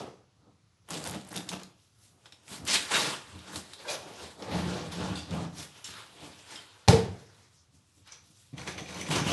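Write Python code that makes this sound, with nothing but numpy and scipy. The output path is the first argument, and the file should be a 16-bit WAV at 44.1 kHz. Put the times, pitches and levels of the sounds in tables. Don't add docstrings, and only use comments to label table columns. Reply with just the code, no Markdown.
import sys
import numpy as np
from scipy import signal
from scipy.fft import rfft, irfft, next_fast_len
from scipy.io import wavfile
from scipy.ndimage import uniform_filter1d

SR = 44100
rng = np.random.default_rng(int(sys.argv[2]) if len(sys.argv) > 2 else 0)


def invert_db(level):
    return 10 ** (np.asarray(level, dtype=float) / 20)


def store_wav(level_fs):
    pcm = np.round(np.clip(np.atleast_2d(level_fs), -1, 1) * 32767)
    wavfile.write(sys.argv[1], SR, pcm.T.astype(np.int16))


N = 411012

# peak, rise and fall in seconds, pile scrape in dB, board weight in dB.
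CUTS = [
    (0.912, 0.023, 0.15, -37.5, -40),
    (0.97, 0.066, 0.21, -47, -44),
    (1.085, 0.11, 0.17, -39.5, -51),
    (1.165, 0.15, 0.073, -46, -39),
    (1.27, 0.052, .08, -56.5, -56),
    (1.372, 0.096, 0.088, -39.5, -40.5),
    (1.535, 0.081, 0.12, -42, -41.5),
]
# peak, rise and fall in seconds, pile scrape in dB, board weight in dB.
SWEEPS = [
    (2.916, 0.012, 0.069, -28, -55),
    (2.958, 0.076, 0.14, -25.5, -44),
    (3.06, 0.14, 0.15, -32.5, -44.5),
    (3.4, 0.72, 0.46, -55, -72),
    (3.91, 0.04, 0.098, -36, -53),
]
# peak, rise and fall in seconds, pile scrape in dB, board weight in dB.
RIPS = [
    (2.535, 0.083, 0.098, -41.5, -51.5),
    (2.685, 0.029, 0.26, -31, -44.5),
    (2.75, 0.068, 0.06, -26.5, -47),
    (3.565, 0.072, 0.083, -40, -47),
    (5.165, 0.035, 0.133, -44.5, -49.5),
    (5.6, 0.082, 0.12, -42.5, -47.5),
    (5.85, .012, 0.27, -47, -68),
]
# peak, rise and fall in
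# seconds, # pile scrape in dB, board weight in dB.
FOLDS = [(0.0, .01, 0.13, -46.5, -42), (2.18, 0.24, .1, -79.5, -71), (3.5, 0.11, 0.13, -48.5, -59),
         (3.8, 0.043, 0.37, -50, -68), (3.884, 0.034, 0.19, -41.5, -57), (4.08, 0.38, 0.24, -53, -56),
         (4.23, 0.27, 0.18, -45.5, -63), (4.43, 0.079, 0.26, -49.5, -46.5), (5.98, 0.2, 0.16, -48.5, -75),
         (6.27, 0.11, 0.064, -65.5, -52.5), (6.75, 0.66, 0.8, -60.5, -84)]
# peak, rise and fall in seconds, pile scrape in dB, board weight in dB.
RUSTLES = [(1.8, 0.089, 0.248, -70, -92), (2.04, 0.12, 0.2, -64, -78), (7.56, 0.18, 0.14, -71, -102),
           (7.755, 0.061, 0.086, -72.5, -67), (7.9, 0.2, 0.17, -75, -87), (7.985, 0.059, .1, -70, -66.5),
           (8.27, .15, 0.23, -67, -70.5), (8.4, 0.13, 0.41, -65.5, -80)]
# peak, rise and fall in seconds, pile scrape in dB, board weight in dB.
DRAGS = [
    (4.55, 0.1, .2, -40, -33),
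    (4.74, 0.28, 0.29, -42.5, -37),
    (5.03, 0.13, 0.18, -42, -34.5),
    (5.13, 0.17, 0.048, -48, -52),
    (5.34, 0.063, 0.085, -43.5, -37),
    (5.42, 0.18, 0.095, -46.5, -35.5),
]
# peak, rise and fall in seconds, pile scrape in dB, board weight in dB.
BRUSHES = [(2.265, 0.084, 0.14, -61, -70), (2.33, 0.022, 0.3, -66, -69.5), (3.74, 0.25, 0.063, -52, -65),
           (4.92, 0.014, .15, -41.5, -60), (5.78, 0.14, 0.18, -53, -69), (6.25, 0.29, 0.22, -49.5, -56),
           (6.4, 0.22, .2, -56.5, -71.5), (6.53, 0.14, .22, -44.5, -60.5), (7.2, 0.38, 0.33, -59.5, -69),
           (7.4, 0.29, 0.23, -62, -74.5)]
# peak, rise and fall in seconds, pile scrape in dB, board weight in dB.
TUCKS = [(8.075, 0.035, 0.15, -57, -88), (8.135, 0.08, 0.087, -53.5, -75), (8.542, 0.019, 0.079, -62, -51),
         (8.585, 0.025, 0.28, -46.5, -49.5), (8.678, 0.02, 0.091, -39.5, -43.5),
         (8.783, .012, 0.1, -45, -52), (8.9, 0.043, 0.23, -50, -49), (9.0, 0.22, 0.15, -44, -44.5),
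         (9.07, 0.052, 0.091, -49, -62)]
# peak, rise and fall in seconds, pile scrape in dB, board weight in dB.
SHOVES = [
    (9.108, 0.01, 0.14, -31.5, -37),
    (9.18, 0.13, 0.088, -32, -35.5),
    (9.285, 0.062, .2, -31.5, -32.5),
]
# peak, rise and fall in seconds, pile scrape in dB, board weight in dB.
SHIFTS = [(0.49, 0.13, 0.07, -87, -61.5), (1.09, 0.11, 0.15, -62, -47.5), (2.64, 0.14, .15, -80, -46.5),
          (3.365, 0.12, 0.088, -95, -48.5), (3.58, 0.16, 0.12, -79, -51), (4.25, 0.1, 0.08, -82, -51),
          (5.9, 0.034, 0.14, -96, -55.5), (5.12, 0.086, 0.14, -74, -39.5), (5.43, 0.099, 0.17, -79, -46),
          (8.8, 0.12, 0.12, -70, -47.5)]

# pitch in Hz, width in Hz, level in dB.
JOIST = [(74.6, 18, 0.5), (92, 22, 0.5)]
# pitch in Hz, width in Hz, level in dB.
BOARD = [(131.5, 37, 0), (197.2, 59.4, 0), (250, 50, -2), (305.6, 23, -1.5)]
# pitch in Hz, width in Hz, level in dB.
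PANEL = [(175, 18, 0)]
# pitch in Hz, width in Hz, level in dB.
FLAP = [(350, 109, 3.5), (475, 96.5, 5.5), (546.6, 88, 3.5), (713, 135, 2.5), (800, 224, -2),
        (1285, 110, -5.5)]
# pitch in Hz, width in Hz, level in dB.
BLADE = [(2300, 290, 5), (3400, 210, -4.5), (4200, 330, -4), (6100, 910, 3)]
# frequency in Hz, density in dB per Hz.
FIBRE = [(500, -29.5), (850, -3), (1350, 2), (1560, -0.5), (2320, -2), (3610, -0.5), (8360, -8.5),
         (11000, -13.5), (11900, -16.5), (15500, -56.5), (22000, -120)]

# start in seconds, peak in dB, pitch in Hz, low part in dB, airy part in dB.
SNAPS = [(0.8871, -36, 3460, 0, -4), (0.905, -26, 6840, -3, -3.5), (1.3279, -28, 2600, 4, -1),
         (1.3601, -30, 3450, -15, -8), (1.3752, -30, 3400, -24, -4), (1.137, -34, 2800, -8, -25),
         (1.146, -37, 3200, -8, -14), (1.153, -34, 3800, -7, -14), (1.4888, -25, 3550, -25, -12),
         (1.4905, -29.5, 6260, -25, -15), (1.5155, -32, 3320, 2, -12), (1.6338, -37, 4200, -28, -14),
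         (2.2568, -41.5, 3550, -11, -32), (2.3223, -39.5, 3580, -21, -34), (2.4798, -43, 2290, -10, -23),
         (2.651, -31, 5000, -11, -2), (2.6753, -24, 4900, -19, -4), (3.39, -37.5, 3570, -27, -16),
         (3.532, -35, 4040, 5, -16), (3.5576, -24.5, 4500, -11, -8), (3.7336, -32, 3760, -21, -15),
         (4.4228, -34, 4900, -4, -29), (5.3078, -35, 4200, -20, -18.5), (8.1209, -38, 5880, -20.5, -15.5),
         (8.3706, -52, 5630, -9, -12), (9.111, -29, 2200, -19, -15), (9.2665, -29, 2150, -12, -29)]
# start in seconds, peak in dB.
TICKS = [(0.9423, -28), (0.9634, -37), (0.9916, -37), (1.0206, -39), (1.041, -26), (1.052, -29),
         (1.0635, -33), (1.074, -24), (1.0844, -29), (1.096, -28), (1.1104, -26), (1.2496, -40),
         (1.2745, -43), (1.2884, -36), (1.293, -39), (1.3644, -23.5), (1.375, -34), (1.5155, -35),
         (1.5294, -37), (1.5544, -42), (1.5794, -46), (1.5, -38), (1.5102, -37), (1.5665, -44)]
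# start in seconds, peak in dB, pitch in Hz.
CRACKS = [(0.9053, -25, 6830), (0.9114, -30, 7010), (1.0405, -27, 3730), (1.0974, -30, 3500),
          (1.3598, -28, 3390), (1.3644, -27, 3510), (1.3749, -24, 3430), (1.3804, -28, 4070),
          (1.4905, -26, 4470), (1.6332, -33, 6090), (2.4798, -39, 4120), (2.9474, -18, 2680),
          (5.8436, -32, 6580), (6.558, -34, 3160), (6.8845, -5, 3900), (8.7802, -31, 2290)]
# start in seconds, peak in dB, pitch in Hz, length in seconds.
SWISHES = [(2.672, -25, 4970, .05), (2.705, -21, 4200, 0.054), (2.735, -24, 3600, 0.041),
           (2.53, -40, 4200, 0.034), (2.93, -30, 6200, .08), (5.55, -44, 5500, .05), (7.49, -56, 5500, .13),
           (8.26, -60, 5600, 0.15)]
# start in seconds, peak in dB, pitch in Hz, length in seconds.
STREAKS = [(3.838, -43, 1590, 0.079), (3.851, -40, 950, .015), (3.858, -37.5, 530, 0.032),
           (3.878, -34, 2400, 0.048), (3.878, -36, 3400, 0.038), (3.88, -35, 3990, 0.046),
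           (3.885, -35, 4700, .03), (3.885, -34, 606, 0.05), (3.925, -35.5, 577, 0.063),
           (2.905, -31, 830, 0.028), (2.93, -24.5, 1590, 0.062), (2.93, -25, 2690, 0.069),
           (2.93, -23, 3740, 0.086)]
# start in seconds, peak in dB, pitch in Hz, length in seconds.
LATE_STREAKS = [(5.935, -46, 1300, .1), (6.563, -47, 3200, .05), (9.11, -31, 2900, .1),
                (9.265, -29, 2900, .07), (8.79, -47, 6100, .08), (4.52, -37, 800, .05),
                (4.74, -37, 480, .07)]
# start in seconds, peak in dB, low spots in dB, t60 in seconds.
JERKS = [(8.5333, -53, 0, .04), (8.579, -34.5, 6, .06), (8.6146, -35, 0, .04), (8.674, -30, 2, .05),
         (8.6785, -32, 2, .07), (8.777, -35, 4, .04), (8.7815, -34, 1, .08), (8.858, -38, 8, .05),
         (8.8874, -39, 4, .05), (8.906, -40, 3, .05), (8.925, -38, 0, .05), (8.945, -36, -7, .05),
         (8.975, -42, 0, .05), (9.0, -41, 2, .05), (9.0117, -28.5, -2, 0.061), (9.03, -37, -2, .05),
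         (9.0631, -34, 2, .06), (9.09, -41, 2, .05), (9.1079, -28, 6, .05)]
# pitch in Hz, width in Hz, level in dB.
BLADE_SPOTS = [(1860, 220, -4), (2400, 360, 2), (3400, 230, -8), (4310, 250, -14), (6080, 260, -3.5)]
# start in seconds, peak in dB, low and high spot in Hz, t60 in seconds.
SCRATCHES = [(8.0728, -51, 2986, 4900, 0.14)]
# start in seconds, peak in dB, pitch in Hz, t60 in seconds.
PINGS = [(5.153, -37.5, 3560, 0.32), (5.153, -39, 4100, .3), (5.156, -40, 4680, .35),
         (5.153, -46, 6280, 0.27), (5.842, -43, 2980, 0.3), (5.842, -43, 3670, .15),
         (5.842, -37, 5430, 0.25), (5.842, -38, 6580, 0.23), (5.842, -40, 7470, .2),
         (6.558, -45, 3163, .22), (6.557, -46, 2750, .06), (6.558, -41, 3620, .08), (6.557, -41, 5240, .06),
         (8.12, -42, 5880, 0.29), (8.12, -48, 5000, 0.16), (7.755, -63.5, 6200, 0.22),
         (8.675, -50, 6100, 0.12), (8.778, -44.5, 6100, 0.24), (9.005, -40, 5900, .3),
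         (5.153, -46, 7800, .25), (5.155, -46, 8700, .3), (5.155, -50, 10300, .25), (5.842, -46, 8520, .25),
         (8.95, -44, 4310, .4), (8.58, -42, 3430, .1), (8.78, -42, 3430, .12), (2.2568, -53, 5200, .06),
         (2.3223, -51, 5300, .08), (6.928, -26, 455, .25)]
# start in seconds, peak in dB, pitch in Hz,
# t60 in seconds.
THUDS = [(2.598, -39.5, 150, 0.093), (5.298, -40, 170, 0.065), (8.537, -38, 139, 0.14),
         (9.102, -25, 153, 0.16), (9.215, -22, 151, 0.093), (9.262, -29, 173, 0.087),
         (6.8862, -6, 118, .055), (6.94, -16.5, 98, .2), (8.529, -39, 140, .12), (9.09, -30, 170, .08),
         (7.74, -56, 150, .15), (8.3, -56, 160, .1), (6.23, -45, 290, .08), (6.272, -45, 280, .07),
         (5.885, -48, 200, .07)]
# start in seconds, peak in dB, pitch in Hz, length in seconds.
SURGES = [(4.522, -27, 173, .065), (4.578, -31, 174, .05), (4.628, -31, 176, .06), (5.31, -28.5, 177, .05),
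          (5.385, -36, 172, .07), (4.98, -37, 180, .05), (5.11, -37, 305, .05), (6.922, -20, 452, .04),
          (6.975, -34, 452, .06)]

# start in seconds, body in dB, crack in dB.
KNOCK = [
    (6.878, -19.5, -18),
    (6.8832, -26, -11),
    (6.8846, -4, -12),
    (6.8913, -23, -16),
    (6.931, -24, -23),
]
# pitch in Hz, level in dB,
# t60 in seconds.
KNOCK_MODES = [(95.2, -13, 0.55), (145, -12, .3), (274, -13.5, 0.2), (375, -12, 0.2), (419, -18, 0.2),
               (451, -17, 0.3), (560, -5.5, 0.063), (717, -18, 0.35), (794, -10, .2), (823, -2.5, 0.061),
               (900, -22, 0.41), (936, -24, 0.2),
               (117, -17, 0.083), (180, -1, 0.1)]
# frequency in Hz, density in dB per Hz.
KNOCK_TAIL = [(29, -54), (50, -31), (87, 0.5), (296, -14), (459, -6), (528, -14), (857, -14), (1180, -24.5),
              (4740, -26), (10600, -36), (11800, -41.5), (12500, -89.5), (16200, -118), (22000, -120)]
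# frequency in Hz, t60 in seconds.
ROOM_T60 = [(60, 0.57), (200, 0.53), (2000, 0.46), (10000, 0.36)]
# frequency in Hz, density in dB per Hz.
QUIET = [(18, -45), (30, -19), (103, 7), (244, -13.5), (298, -13), (605, -21.5), (1200, -17.5), (1880, -24),
         (4220, -22.5), (6170, -24), (9230, -33.5), (11000, -29), (12500, -52.5), (16200, -80),
         (22000, -120)]
QUIET_DB, ROOM_DB = -66.5, -10
CUTOFF_HZ = 12100


def handling():
    *powers, tilt_db, crackle = all_movements()
    scrape = powers[4]
    controls = [*np.sqrt(powers), tilt_db / scrape, crackle / scrape]
    on_joist, on_board, on_panel, on_flap, on_fibre, on_blade, tilt_db, crackle = (
        np.interp(np.arange(N) / 64, np.arange(len(c)), c) for c in controls)
    jolts = friction(0.58, 250, spread_db=3.0, clump_db=3, clump_hz=23.0)
    rub = friction(crackle, 1500, spread_db=3.0, clump_db=6, clump_hz=40.5)
    catches = friction(0.63, 700, spread_db=8.5, clump_db=7.5, clump_hz=18)
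    joist = rms_one(resonate(resonate(jolts, JOIST), [(89.6, 110, 0)]))
    board = rms_one(resonate(resonate(jolts, BOARD), [(195, 490, 0)]))
    panel = rms_one(resonate(resonate(rng.standard_normal(N), PANEL), PANEL))
    panel = rms_one(panel / (0.46 + np.sqrt(uniform_filter1d(panel ** 2, size=800))))
    flap = rms_one(resonate(resonate(rub + 0.56 * rms_one(jolts), FLAP), [(699, 1440, 0)]))

    def fibre_gain(hz):
        return invert_db(tilt_db * np.log2(hz / 3500) + 2.0 * drift(12) + 1.2 * drift(1.0))

    fibre = rms_one(bands(rub, FIBRE, fibre_gain))
    blade = rms_one(resonate(resonate(catches, BLADE), BLADE))
    floor = on_joist * joist + on_board * board + on_panel * panel
    return floor + on_flap * flap + on_fibre * fibre + on_blade * blade


def all_movements():
    return sum([
        movements(CUTS, rounded=0.97, flap_db=-1.5, joist_db=-17, blade_db=-24,
                  panel_db=-4, tilt_db=0.5, crackle=0.9),
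        movements(SWEEPS, rounded=1.59, flap_db=-2, joist_db=-15, blade_db=-30,
                  panel_db=-29, tilt_db=0, crackle=0.22),
        movements(RIPS, rounded=1.21, flap_db=-5.5, joist_db=-7.5, blade_db=-35,
                  panel_db=-31, tilt_db=2.2, crackle=0.35),
        movements(FOLDS, rounded=1.1, flap_db=4, joist_db=-9, blade_db=-31,
                  panel_db=-20, tilt_db=-1, crackle=0.22),
        movements(RUSTLES, rounded=1.3, flap_db=-8, joist_db=-2, blade_db=-29,
                  panel_db=-8, tilt_db=6, crackle=0.25),
        movements(DRAGS, rounded=1.53, flap_db=-2, joist_db=-7.5, blade_db=-32,
                  panel_db=1, tilt_db=-2, crackle=0.054),
        movements(BRUSHES, rounded=1, flap_db=-1.5, joist_db=-6, blade_db=-30,
                  panel_db=-16.5, tilt_db=1, crackle=0.17),
        movements(TUCKS, rounded=1.2, flap_db=-2, joist_db=-6, blade_db=-7.5,
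                  panel_db=-1, tilt_db=-0.5, crackle=0.13),
        movements(SHOVES, rounded=1.37, flap_db=-2.5, joist_db=-6, blade_db=-9.5,
                  panel_db=-4.5, tilt_db=-1, crackle=0.41),
        movements(SHIFTS, rounded=0.92, flap_db=10.5, joist_db=0, blade_db=-27,
                  panel_db=-27, tilt_db=-1, crackle=0.19)])


def movements(rows, rounded, flap_db, joist_db, blade_db, panel_db, tilt_db, crackle):
    t = np.arange(0, N + 64, 64) / SR
    s, rise, fall, scrape_db, weight_db = np.transpose(rows)[:, :, None]
    away = np.where(t < s, (s - t) / rise, (t - s) / fall)
    shape_db = -np.minimum(20 * away ** rounded, 120)
    between_db = weight_db + 0.45 * (scrape_db - weight_db) + flap_db
    scrape, weight, flap = (invert_db(2 * (db + shape_db)).sum(axis=0) for db in (scrape_db, weight_db, between_db))
    drone = 1 / (1 + invert_db(-2 * panel_db))
    return np.array([weight * invert_db(2 * joist_db), weight * (1 - drone), weight * drone, flap, scrape,
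                     scrape * invert_db(2 * blade_db), scrape * tilt_db, scrape * crackle])


def friction(crackle, per_s, spread_db, clump_db, clump_hz):
    sizes = invert_db(spread_db * np.minimum(rng.exponential(1, N), 4)) * rng.choice([-1, 1], N)
    chance = per_s * invert_db(clump_db * drift(clump_hz)) / SR
    slips = rms_one(sizes * (rng.random(N) < chance))
    share = np.clip(crackle, 0, 1)
    return np.sqrt(share) * slips + np.sqrt(1 - share) * rng.standard_normal(N)


def snap(t, noise, hz, low_db, air_db):
    decay = invert_db(-60 * t / 0.0094) + invert_db(-10.5 - 60 * t / 0.115)
    burst = noise * np.minimum(t / 0.00094, 1) * decay
    return resonate(burst, [(900, 900, low_db + 4.5), (hz, 0.24 * hz, 0), (9500, 4000, air_db)])


def tick(t, noise):
    return resonate(noise * np.exp(-t / 0.0009), [(4000, 2000, -18), (9700, 5800, 4.0)])


def crack(t, noise, hz):
    return resonate(noise * np.exp(-t / 0.0007), [(hz, 0.8 * hz, 0), (1.8 * hz, 3500, -6)])


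def swish(t, noise, hz, length):
    spot = [(hz, 0.42 * hz, 0)]
    swell = np.sin(np.pi * np.minimum(t / (1.46 * length), 1)) ** 2
    return resonate(resonate(noise, spot), spot) * swell


def streak(t, noise, hz, length):
    spot = [(hz, 60 + 0.079 * hz, 0)]
    tone = resonate(resonate(noise, spot), spot)
    tone = tone / (.4 * tone.std() + np.sqrt(uniform_filter1d(tone ** 2, size=400)))
    return tone * np.minimum(t / (0.22 * length), 1) * invert_db(-15 * (t / length) ** 2)


def jerk(t, noise, low_db, t60):
    decay = invert_db(-60 * t / 0.012) + invert_db(-8.0 - 60 * t / t60)
    slip = noise * np.minimum(t / 0.0006, 1) * decay
    spots = [(hz, width, db + low_db * (hz < 4000)) for hz, width, db in BLADE_SPOTS]
    open_spots = [(hz, 2 * width, 0) for hz, width, db in BLADE_SPOTS]
    return resonate(resonate(slip, spots), open_spots) + resonate(slip, [(4000, 9000, -19)])


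def scratch(t, noise, low_hz, high_hz, t60):
    rough = noise * abs(noise[::-1]) * np.minimum(t / 0.0018, 1) * invert_db(-60 * t / t60)
    middle_hz = .63 * low_hz + 0.34 * high_hz
    spots = [(low_hz, 550, 0), (middle_hz, 400, -3.5), (high_hz, 600, -1.5)]
    contact = resonate(noise * invert_db(-60 * t / 0.044), [(4500, 11000, -10.5)])
    return resonate(resonate(rough, spots), spots) + contact


def ping(t, noise, hz, t60):
    spot = [(hz, 60 + 0.07 * hz, 0)]
    decay = invert_db(-60 * t / 0.017) + invert_db(-3.5 - 60 * t / t60)
    rattle = noise * np.minimum(t / 0.001, 1) * decay
    return resonate(resonate(rattle, spot), spot)


def thud(t, noise, hz, t60):
    notes = -np.sin(2 * np.pi * hz * t) + 0.35 * np.sin(2 * np.pi * 1.9 * hz * t + noise[0])
    notes = notes * np.minimum(t / 0.0017, 1) * invert_db(-60 * t / t60)
    return signal.sosfilt(signal.butter(2, 55, "high", fs=SR, output="sos"), notes)


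def surge(t, noise, hz, length):
    swell = (t / length) * np.exp(-(t / (0.55 * length)) ** 1.6)
    return np.sin(2 * np.pi * hz * t + noise[0]) * swell


def knock():
    push, sharp = np.full((2, N), 1e-18)
    for s, body_db, crack_db in KNOCK:
        push[round(s * SR)] = -invert_db(body_db)
        sharp[round(s * SR)] = invert_db(crack_db)
    out = np.zeros(N)
    for hz, db, t60 in KNOCK_MODES:
        r, w = invert_db(-60 / (t60 * SR)), 2 * np.pi * hz / SR
        out += invert_db(db - 6.5) * signal.lfilter([0, np.sin(w)], [1, -2 * r * np.cos(w), r * r], push)
    out = signal.sosfilt(signal.butter(2, 1300, fs=SR, output="sos"), out)
    fade = np.exp(-1 / (0.0022 * SR))
    envelope = signal.lfilter([1], [1, -fade], sharp)
    envelope = signal.lfilter([1 - .7], [1, -.7], envelope)
    hard = envelope * rng.standard_normal(N)
    out += invert_db(-0.5) * resonate(hard, [(1790, 900, 2.5), (4200, 2800, 1.5), (7600, 3000, -19.5)])
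    out[round(KNOCK[0][0] * SR):][:SR] += invert_db(7.5) * dying_noise(KNOCK_TAIL)
    return signal.sosfilt(signal.butter(3, 62, "high", fs=SR, output="sos"), out)


def room(x):
    echoes = dying_noise([(40, 0), (20000, 0)])
    echoes = echoes / np.sqrt(np.sum(echoes ** 2))
    return invert_db(ROOM_DB) * signal.fftconvolve(x, echoes)[:N]


def dying_noise(spectrum):
    since = np.arange(SR) / SR
    swell = np.minimum(since / .014, 1)
    return swell * bands(rng.standard_normal(SR), spectrum, lambda hz: invert_db(-60 * since / at_hz(ROOM_T60, hz)))


def quiet_room():
    hush = bands(rng.standard_normal(N), QUIET, lambda hz: invert_db(1.2 * drift(4.1)))
    return invert_db(QUIET_DB) * rms_one(hush)


def bursts(events, shape):
    out, t = np.zeros(N + 9000), np.arange(9000) / SR
    for s, db, *columns in events:
        burst = shape(t, rng.standard_normal(len(t)), *columns)
        out[round(s * SR):][:len(t)] += invert_db(db) * burst / abs(burst).max()
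    return out[:N]


def resonate(x, peaks):
    out = 0
    for k, (hz, width, db) in enumerate(peaks):
        r = np.exp(-np.pi * width / SR)
        top = (1 - r * r) / 2 * invert_db(db) * (-1) ** k
        out = out + signal.lfilter([top, 0, -top], [1, -2 * r * np.cos(2 * np.pi * hz / SR), r * r], x)
    return out


def bands(x, spectrum, gain):
    size = next_fast_len(len(x))
    hz = np.maximum(np.fft.rfftfreq(size, 1 / SR), 1)
    coloured = rfft(x, size) * invert_db(at_hz(spectrum, hz))
    out = 0
    for centre in 32 * 2 ** (np.arange(19) / 2):
        mask = np.cos(np.pi / 2 * np.clip(2 * np.log2(hz / centre), -1, 1)) ** 2
        if at_hz(spectrum, centre) > -55:
            out = out + gain(centre) * irfft(coloured * mask, size)[:len(x)]
    return out


def drift(rate):
    r = np.exp(-40 * np.pi * rate / SR)
    slow = signal.lfilter([1], [1, -2 * r, r * r], rng.standard_normal(N // 20 + 2002))[2000:]
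    return np.interp(np.arange(N) / 20, np.arange(len(slow)), rms_one(slow))


def at_hz(points, hz):
    table_hz, values = np.transpose(points)
    return np.interp(np.log(hz), np.log(table_hz), values)


def rms_one(x):
    return x / np.sqrt(np.mean(x ** 2) + 1e-20)


def scene():
    work = handling()
    work = work + bursts(SNAPS, snap) + invert_db(-0.5) * bursts(TICKS, tick) + bursts(CRACKS, crack)
    work = work + bursts(SWISHES, swish) + bursts(STREAKS, streak) + bursts(LATE_STREAKS, streak)
    work = work + bursts(JERKS, jerk) + invert_db(5.0) * bursts(SCRATCHES, scratch) + bursts(PINGS, ping)
    work = work + bursts(THUDS, thud) + bursts(SURGES, surge)
    return (work + room(work) + knock() + quiet_room())[None]


def roll_off(x):
    return signal.sosfilt(signal.butter(12, 12840, fs=SR, output="sos"), x)


def record(dry):
    x = signal.sosfilt(signal.butter(2, 50, "high", fs=SR, output="sos"), dry)
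    x = .85 * np.tanh(x / .85)
    x = signal.sosfilt(signal.cheby2(20, 45, CUTOFF_HZ, fs=SR, output="sos"), x)
    return roll_off(x)


dry = scene()
out = record(dry)
store_wav(out)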